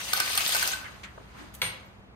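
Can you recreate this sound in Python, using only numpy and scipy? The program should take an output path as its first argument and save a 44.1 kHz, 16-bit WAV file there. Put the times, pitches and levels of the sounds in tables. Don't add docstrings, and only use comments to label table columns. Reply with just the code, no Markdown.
import sys
import numpy as np
from scipy import signal
from scipy.fft import rfft, irfft, next_fast_len
from scipy.io import wavfile
from scipy.ndimage import uniform_filter1d, map_coordinates

SR = 44100
rng = np.random.default_rng(int(sys.argv[2]) if len(sys.argv) > 2 else 0)


def int16_out(signal):
    q = np.round(np.clip(np.atleast_2d(signal).T, -1, 1) * 32767)
    wavfile.write(sys.argv[1], SR, q.astype(np.int16))


def volts(x):
    e = np.asarray(x, float) / 20
    return 10 ** e


N = 94903

# pitch_hz, level_db (per Hz)
VENT_RUSH = [(15, -29.5), (25, -17), (55, -1.5), (270, -15.5), (301, -16.5), (734, -17.5), (3080, -29),
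             (13600, -62), (16000, -53)]
# pitch_hz, level_db (rms)
VENT_HUM = [(60, -59), (120, -63.5), (199, -60.5)]
# pitch_hz, correlation (-1 to 1)
PORT_LIKENESS = [(60, 0.66), (240, 0.78), (950, 0.075), (3770, -1), (15000, 0.35)]
VENT_DB = -50.5

# start_s, level_db
RUSTLE = [
    (.75, -48),
    (.95, -53.5),
    (1.12, -59.5),
    (1.33, -58.5),
    (1.39, -50),
    (1.46, -54.5),
    (1.52, -59.5),
    (1.8, -58),
    (2.15, -75),
]
# pitch_hz, level_db (per Hz)
CLOTH_COLOUR = [(88, -44.5), (150, -15.5), (291, -11.5), (414, -21), (1100, -10.5), (6770, -28),
                (14000, -38), (16000, -71)]
# start_s, level_db, centre_hz, width_octaves, t60_s
STACK_BUMPS = [
    (0.838, -33, 1890, 0.72, 0.23),
    (1.032, -35, 3050, 1.24, 0.1),
    (1.033, -36.5, 1940, 0.66, 0.23),
    (1.177, -36, 790, 1.04, 0.041),
    (1.19, -43.5, 396, 1.1, 0.18),
    (1.4, -41, 301, 0.27, 0.29),
    (1.85, -62, 14060, 0.04, 0.15),
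]

# pitch_hz, level_db (per Hz)
SLEEVE_COLOUR = [(1180, -24), (2000, -1.5), (5420, -3), (8130, 0.5), (14500, 1), (16500, -16)]
BRUSH_S, BRUSH_DB, BRUSH_RISE_S, BRUSH_T60_S = 1.539, -36, 0.0026, 0.029
FLICK_GAP_S, SWISH_DB, SWISH_T60_S = 0.0092, -15.5, 0.38

# pitch_hz, level_db
PANE_SWING = [(62, -49.5), (104, -49), (122, -48.5), (170, -49)]
SWING_RISE_S, SWING_T60_S = 0.028, 0.39

# pitch_hz, level_db, t60_s
FRAME_MODES = [(508, -5.5, 0.081), (1113, -5.5, 0.058), (1395, -13, 0.033), (1720, -7, 0.075),
               (2205, -1.5, 0.11), (2780, 2.5, 0.057), (3280, -13, 0.047), (3840, -7.5, 0.16),
               (4380, -5.5, 0.11), (4950, -9, .08), (6080, -7, 0.027), (12030, -5, 0.088)]
# pitch_hz, level_db (per Hz)
SNAP_COLOUR = [(180, -30), (400, -28), (946, -13), (2250, -4.5), (3500, -1.5), (7440, -17), (12100, -13),
               (16000, -23)]
# pitch_hz, level_db (per Hz)
SHUDDER_COLOUR = [(180, -35), (300, -15), (521, -10.5), (2480, -8.5), (2770, -10), (7490, -20.5),
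                  (9050, -24.5), (12400, -14.5), (13000, -54)]
# pitch_hz, level_db, t60_s
TASSEL_MODES = [(1350, -9, .012), (2200, -1, .012), (3400, 0, .01), (6050, -11, .008), (12000, -15, .008)]
# start_s, level_db
TASSEL_CONTACTS = [
    (1.6172, -19),
    (1.6193, -15.5),
    (1.623, -26),
]
KNOCK_S, KNOCK_DB, KNOCK_CRACK_DB, KNOCK_RISE_S = 1.6167, -28.5, 9.5, 0.00082
SHUDDER_DB, SHUDDER_T60_S = -2, 0.27
BAR_HZ, BAR_DB, BAR_RISE_S, BAR_T60_S = 8780, -0.5, 0.02, 0.22

# start_s, level_db
PULL_EFFORT = [
    (0.0, -37.5),
    (0.176, -33),
    (0.306, -30.5),
    (0.538, -27.5),
    (0.6, -28.5),
    (0.726, -32),
    (0.856, -54),
    (0.95, -63),
]
# pitch_hz, level_db (per Hz)
CORD_COLOUR = [(180, -41.5), (300, -13), (780, -2.5), (1510, -5), (1800, -1), (2700, 1.5), (6400, -2.5),
               (12300, -9), (15600, -15.5), (16500, -19)]
CORD_PATCHY_DB, CORD_WIDTH_DB = 3, 0.5

# start_s, peak_db, thud_db, rail_hum_db, sizzle_db
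SLAT_CLACKS = [(0.0478, -34, -22, -25, 2.5), (0.1318, -8, -17, -15, -20), (0.1341, -16, -12.5, -35.5, 5.5),
               (0.1495, -32.5, -22, -34, -9.5), (0.1665, -20.5, -22.5, -27.5, -0.5),
               (0.1742, -15, -14, -32, -3), (0.2003, -9.5, -16.5, -16, -3.5),
               (0.2029, -18.5, -25, -32.5, -1), (0.2614, -21, -19, -32, -6.5),
               (0.278, -24.5, -7.5, -31.5, -5), (0.3316, -26, -6.5, -28, 0),
               (0.3518, -18.5, -14.5, -27.5, -0.5), (0.3548, -27, -4.5, -34.5, 6),
               (0.3635, -36.5, -19, -32, -1), (0.373, -27, -19, -29, -1), (0.3755, -9, -16.5, -23, -1.5),
               (0.3795, -20.5, -17, -32, 4.5), (0.385, -25.5, -24, -30, -4.5),
               (0.4057, -17.5, -13.5, -33, -7), (0.4296, -38, -22.5, -20, -3),
               (0.4771, -25, -24.5, -15, 10.5), (0.4914, -21.5, -4.5, -16, 4), (0.5238, -21, -15.5, -8, 4),
               (0.5404, -21, -15, -27, -5), (0.5477, -13, -12, -14.5, -1), (0.553, -17, -35, -15.5, -2),
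               (0.565, -16.5, -16, -26, -1), (0.576, -24, -14, -19, -3), (0.6007, -30, -25, -12.5, 2),
               (0.625, -13.5, -30, -11, -8.5), (0.6285, -22.5, -24.5, -12, 8.5),
               (0.6557, -20.5, -12, -31, -10), (0.675, -14, -22, -27, -2), (0.68, -23, -17, -24, 1),
               (0.71, -29.5, -13, -4.5, -11), (0.7327, -22.5, -17.5, -6, -12)]
# pitch_hz, level_db, t60_s
THUD_MODES = [(780, 1, .012), (1230, 8, .015)]
# pitch_hz, level_db, t60_s
RAIL_MODES = [(2220, -12, .012), (2630, -7, .015), (3020, -10, .012), (3560, -12, .01), (4320, -12, .025),
              (4600, -3, .007), (5090, -1, .008), (6300, -6, .007), (6900, -10, .006)]
# pitch_hz, level_db, t60_s
RAIL_HUM_MODES = [(1530, 4, .055)]
# pitch_hz, level_db, t60_s
SIZZLE_MODES = [(8540, -9, 0.021), (9200, 4, 0.0043), (9840, -2, 0.0079), (11400, 6, 0.0054),
                (12200, 5.5, 0.0039), (14240, -6, 0.013), (15300, -5, 0.0073)]
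CONTACTS_S, CONTACT_LOSS_DB, CRACK_DB = 0.0021, 13, -1.5
TICKS_PER_S, TICK_DB, TICK_SPREAD_DB = 600, 6.5, 3
HIT_SCATTER_DB, HIT_DETUNE, HIT_RISE_S = 2, .015, .0009

# pitch_hz, t60_s
ROOM_DECAY = [(200, 0.63), (1500, 0.53), (4000, 0.43), (12000, 0.24)]
# pitch_hz, left_over_right_db
BLIND_LEAN = [(60, 0.5), (180, -4.5), (550, 7), (1650, -7), (3000, -0.5), (5500, 12), (9000, -1.5),
              (15000, -1.5)]
# pitch_hz, left_over_right_db
FRAME_LEAN = [(300, -4.5), (2500, 1), (7000, 5)]
BLIND_ROOM_DB, KNOCK_ROOM_DB, ROOM_GAP_S = -5.5, -3.5, .004
ROOM_TURN_S = .13
BLIND_LAG_S, KNOCK_LAG_S = -.00022, -.0001
BLIND_SPAN_S, KNOCK_SPAN_S = (0, 1.2), (1.55, 2.1)

# pitch_hz, width_hz, level_db
PORT_NOTCHES = [(5540, 210, -7), (7530, 176, -13.5), (10530, 450, -8)]
# start_s, end_s, low_hz, high_hz
DROPPED_BANDS = [(0, .125, 10600, 11000), (.215, .33, 10150, 10700), (.41, .46, 10300, 10900),
                 (.57, .61, 10400, 10900), (.71, .965, 10500, 11300), (1.03, 1.385, 10400, 11100),
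                 (1.45, 1.52, 10200, 11000), (1.71, 1.93, 10200, 10900), (.71, 1.535, 15100, 20000),
                 (1.633, 1.83, 12700, 20000), (1.83, 2.2, 15000, 20000)]
LOW_CUT_HZ, TOP_HZ, MONO_HZ = 39.7, 15900, 11800


def unit(x):
    return x / np.sqrt(np.mean(x ** 2) + 1e-20)


def along(points, hz):
    f, v = np.transpose(points)
    return np.interp(np.log(hz + 1), np.log(f + 1), v)


def filtered(x, response):
    m = next_fast_len(N + 8192)
    return irfft(rfft(x, m) * response(np.fft.rfftfreq(m, 1 / SR)), m)[..., :N]


def level(rows):
    s, db = np.transpose(rows)
    return volts(np.interp(np.arange(N) / SR, [s[0] - .1, *s, s[-1] + 0.55], [-100, *db, -100]))


def dying(start_s, rise_s, t60_s):
    t = np.maximum(np.arange(N) / SR - start_s, 0)
    return (1 - np.exp(-t / rise_s)) * volts(-60 * t / t60_s)


def rush(spectrum, patchy_db, channels):
    z = signal.stft(rng.standard_normal((channels, N)), nperseg=256)[2]
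    field = uniform_filter1d(rng.standard_normal(z.shape[1:]), 5, 0)
    field = uniform_filter1d(field, 6, 1)
    x = signal.istft(z * volts(patchy_db * unit(field)), nperseg=256)[1][:, :N]
    return unit(filtered(x, lambda hz: volts(along(spectrum, hz))))


def rung(at_s, size_db, modes):
    t = np.arange(round(SR * np.max(np.transpose(modes)[2]))) / SR
    out = np.zeros(N + SR)
    luck = rng.standard_normal((len(at_s), 2, len(modes), 1))
    hz, db, t60 = np.transpose(modes)[:, :, None]
    rise = 1 - np.exp(-t / HIT_RISE_S)
    for s, size, (louder, sharper) in zip(at_s, size_db, luck):
        pitch = hz * (1 + HIT_DETUNE * sharper * 0.017 / t60)
        decay = volts(db + size + HIT_SCATTER_DB * louder - 60 * t / t60)
        ring = decay * np.sin(2 * np.pi * pitch * t)
        out[round(s * SR):][:len(t)] += ring.sum(0) * rise
    return out[:N]


def room(x, wet_db, lean, lag_s, span_s):
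    size = round(ROOM_TURN_S * SR)
    first, last = (int(s / ROOM_TURN_S) for s in span_s)
    parts = np.pad(x, (0, -N % size)).reshape(-1, 1, size)[first:last]
    hz, t, z = signal.stft(rng.standard_normal((len(parts), 2, SR // 3)), SR, nperseg=256)
    decay = volts(-60 * t / along(ROOM_DECAY, hz)[:, None])
    tails = signal.istft(z * decay, SR, nperseg=256)[1]
    tails = tails / np.linalg.norm(tails, axis=2, keepdims=True)
    answers = signal.fftconvolve(parts, tails, axes=2)
    wet = np.zeros((2, 2 * N))
    for k, answer in enumerate(answers, first):
        start = k * size + round(ROOM_GAP_S * SR)
        wet[:, start:][:, :answer.shape[1]] += answer

    def ports(f):
        half = volts(along(lean, f) / 2) * np.exp(-1j * np.pi * f * lag_s)
        return np.array([half, 1 / half])

    return filtered(x, ports) + volts(wet_db) * wet[:, :N]


def air():
    def mid_side(hz):
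        turn = np.arccos(np.clip(along(PORT_LIKENESS, hz), -1, 1)) / 2
        return np.array([np.cos(turn), np.sin(turn)])

    mid, side = filtered(rush(VENT_RUSH, 0.88, channels=2), mid_side)
    t = np.arange(N) / SR
    drift = np.cumsum(rng.standard_normal((len(VENT_HUM), N)), 1) * 0.024
    hum = sum(volts(db + 2.5) * np.sin(2 * np.pi * hz * t + d) for (hz, db), d in zip(VENT_HUM, drift))
    return volts(VENT_DB - 1) * unit(np.array([mid + side, mid - side])) + hum


def handling():
    out = volts(4) * level(RUSTLE) * rush(CLOTH_COLOUR, 1.5, channels=2)
    for s, db, hz, octaves, t60 in STACK_BUMPS:
        near, far = 2 ** octaves, 8 ** octaves
        band = [(hz / far, -70), (hz / near, -6), (hz, 0), (hz * near, -8), (hz * far, -70)]
        out = out + volts(db) * dying(s, t60 / 20, t60) * rush(band, 2, channels=2)
    return out


def brush():
    flicks = sum(dying(BRUSH_S + gap, BRUSH_RISE_S, BRUSH_T60_S) for gap in (0, FLICK_GAP_S))
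    before_knock = np.arange(N) < KNOCK_S * SR
    swish = volts(SWISH_DB) * dying(BRUSH_S, .005, SWISH_T60_S) * before_knock
    return volts(BRUSH_DB) * (flicks + swish) * rush(SLEEVE_COLOUR, 1.2, channels=2)


def thump():
    t = np.arange(N) / SR - KNOCK_S
    swing = sum(volts(db + 11.0) * np.sin(2 * np.pi * hz * t) for hz, db in PANE_SWING)
    return dying(KNOCK_S, SWING_RISE_S, SWING_T60_S) * swing


def knock():
    t = np.arange(N) / SR
    rows = len(FRAME_MODES) + 1
    grid = np.meshgrid(np.arange(rows), t * 135, indexing="ij")
    flutter = 0.76 + 0.78 * map_coordinates(rng.standard_normal((rows, 300)), grid, order=1)
    ring = np.zeros(N)
    for (hz, db, t60), wave in zip(FRAME_MODES, flutter):
        tone = np.sin(2 * np.pi * hz * (t - KNOCK_S))
        ring += volts(db + 2.5) * dying(KNOCK_S, KNOCK_RISE_S, t60) * tone * wave
    bar = np.sin(2 * np.pi * BAR_HZ * t) * flutter[-1]
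    ring += volts(BAR_DB) * dying(KNOCK_S, BAR_RISE_S, BAR_T60_S) * bar
    snap = volts(KNOCK_CRACK_DB) * dying(KNOCK_S, 0.00044, 0.027) * rush(SNAP_COLOUR, 0, channels=1)[0]
    shudder = volts(SHUDDER_DB) * dying(KNOCK_S, .003, SHUDDER_T60_S) * rush(SHUDDER_COLOUR, 2, channels=1)[0]
    return volts(KNOCK_DB) * (ring + snap + shudder) + rung(*np.transpose(TASSEL_CONTACTS), TASSEL_MODES)


def cord():
    hiss = rush(CORD_COLOUR, CORD_PATCHY_DB, channels=2)
    return volts(CORD_WIDTH_DB) * level(PULL_EFFORT) * hiss * volts([[1.2], [-1.2]])


def blind():
    rows = np.array(SLAT_CLACKS)
    luck = rng.random((len(rows), 2, 3))
    k = np.arange(3)
    at = (rows[:, :1] + HIT_RISE_S / 2 + CONTACTS_S * k * (0.79 + .6 * luck[:, 0])).ravel()
    size_db = rows[:, 1:2] - CONTACT_LOSS_DB * k - 4 * luck[:, 1] * (k > 0)
    clack = rung(at, size_db.ravel(), RAIL_MODES)
    for extra_db, modes in zip(rows[:, 2:].T, (THUD_MODES, RAIL_HUM_MODES, SIZZLE_MODES)):
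        clack += rung(at, (size_db + extra_db[:, None]).ravel(), modes)

    blows = np.bincount(np.round(at * SR).astype(int), volts(size_db + CRACK_DB).ravel(), N)
    t = np.arange(400) / SR
    burst = volts(-60 * t / 0.0054) * (1 - np.exp(-t / HIT_RISE_S))
    crack = np.convolve(blows, burst)[:N]

    hail = rng.random((2, N))
    ticks = (hail[0] < TICKS_PER_S / SR) * volts(-TICK_SPREAD_DB * np.log(hail[1] + 1e-4))
    ticks = np.convolve(ticks, volts(-60 * t / 0.0018))[:N]
    ticks = volts(TICK_DB - 16.5) * unit(ticks)
    hiss = rush(CORD_COLOUR, CORD_PATCHY_DB, channels=1)[0]
    return clack + crack * rush(CORD_COLOUR, 0, channels=1)[0] + level(PULL_EFFORT) * ticks * hiss


def scene():
    behind = air() + handling() + brush() + thump()
    struck = room(knock(), KNOCK_ROOM_DB, FRAME_LEAN, KNOCK_LAG_S, KNOCK_SPAN_S)
    hauled = room(blind(), BLIND_ROOM_DB, BLIND_LEAN, BLIND_LAG_S, BLIND_SPAN_S)
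    return behind + struck + cord() + hauled


def low_pass(x):
    return signal.sosfilt(signal.butter(12, 16610, fs=SR, output="sos"), x)


def record(dry):
    def ports(f):
        dips_db = sum(db * np.exp(-((f - centre) / width) ** 2) for centre, width, db in PORT_NOTCHES)
        low_cut = 1 / (1 + (LOW_CUT_HZ / (f + 1)) ** 4)
        top_cut = volts(-45 / (1 + np.exp((TOP_HZ - f) / 50)))
        return volts(dips_db) * low_cut * top_cut

    def above(f, edge_hz):
        return .5 + .5 * np.tanh((f - edge_hz) / 60)

    heard = filtered(dry, ports)
    t = np.arange(N) / SR
    for start, end, low, high in DROPPED_BANDS:
        gate = uniform_filter1d(1. * ((t >= start) & (t < end)), size=300)
        heard = heard - gate * filtered(heard, lambda f: above(f, low) - above(f, high))
    top = filtered(heard, lambda f: above(f, MONO_HZ))
    mix = heard - .8 * (top - top.mean(0))
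    return low_pass(mix)


dry = scene()
out = record(dry)
int16_out(out)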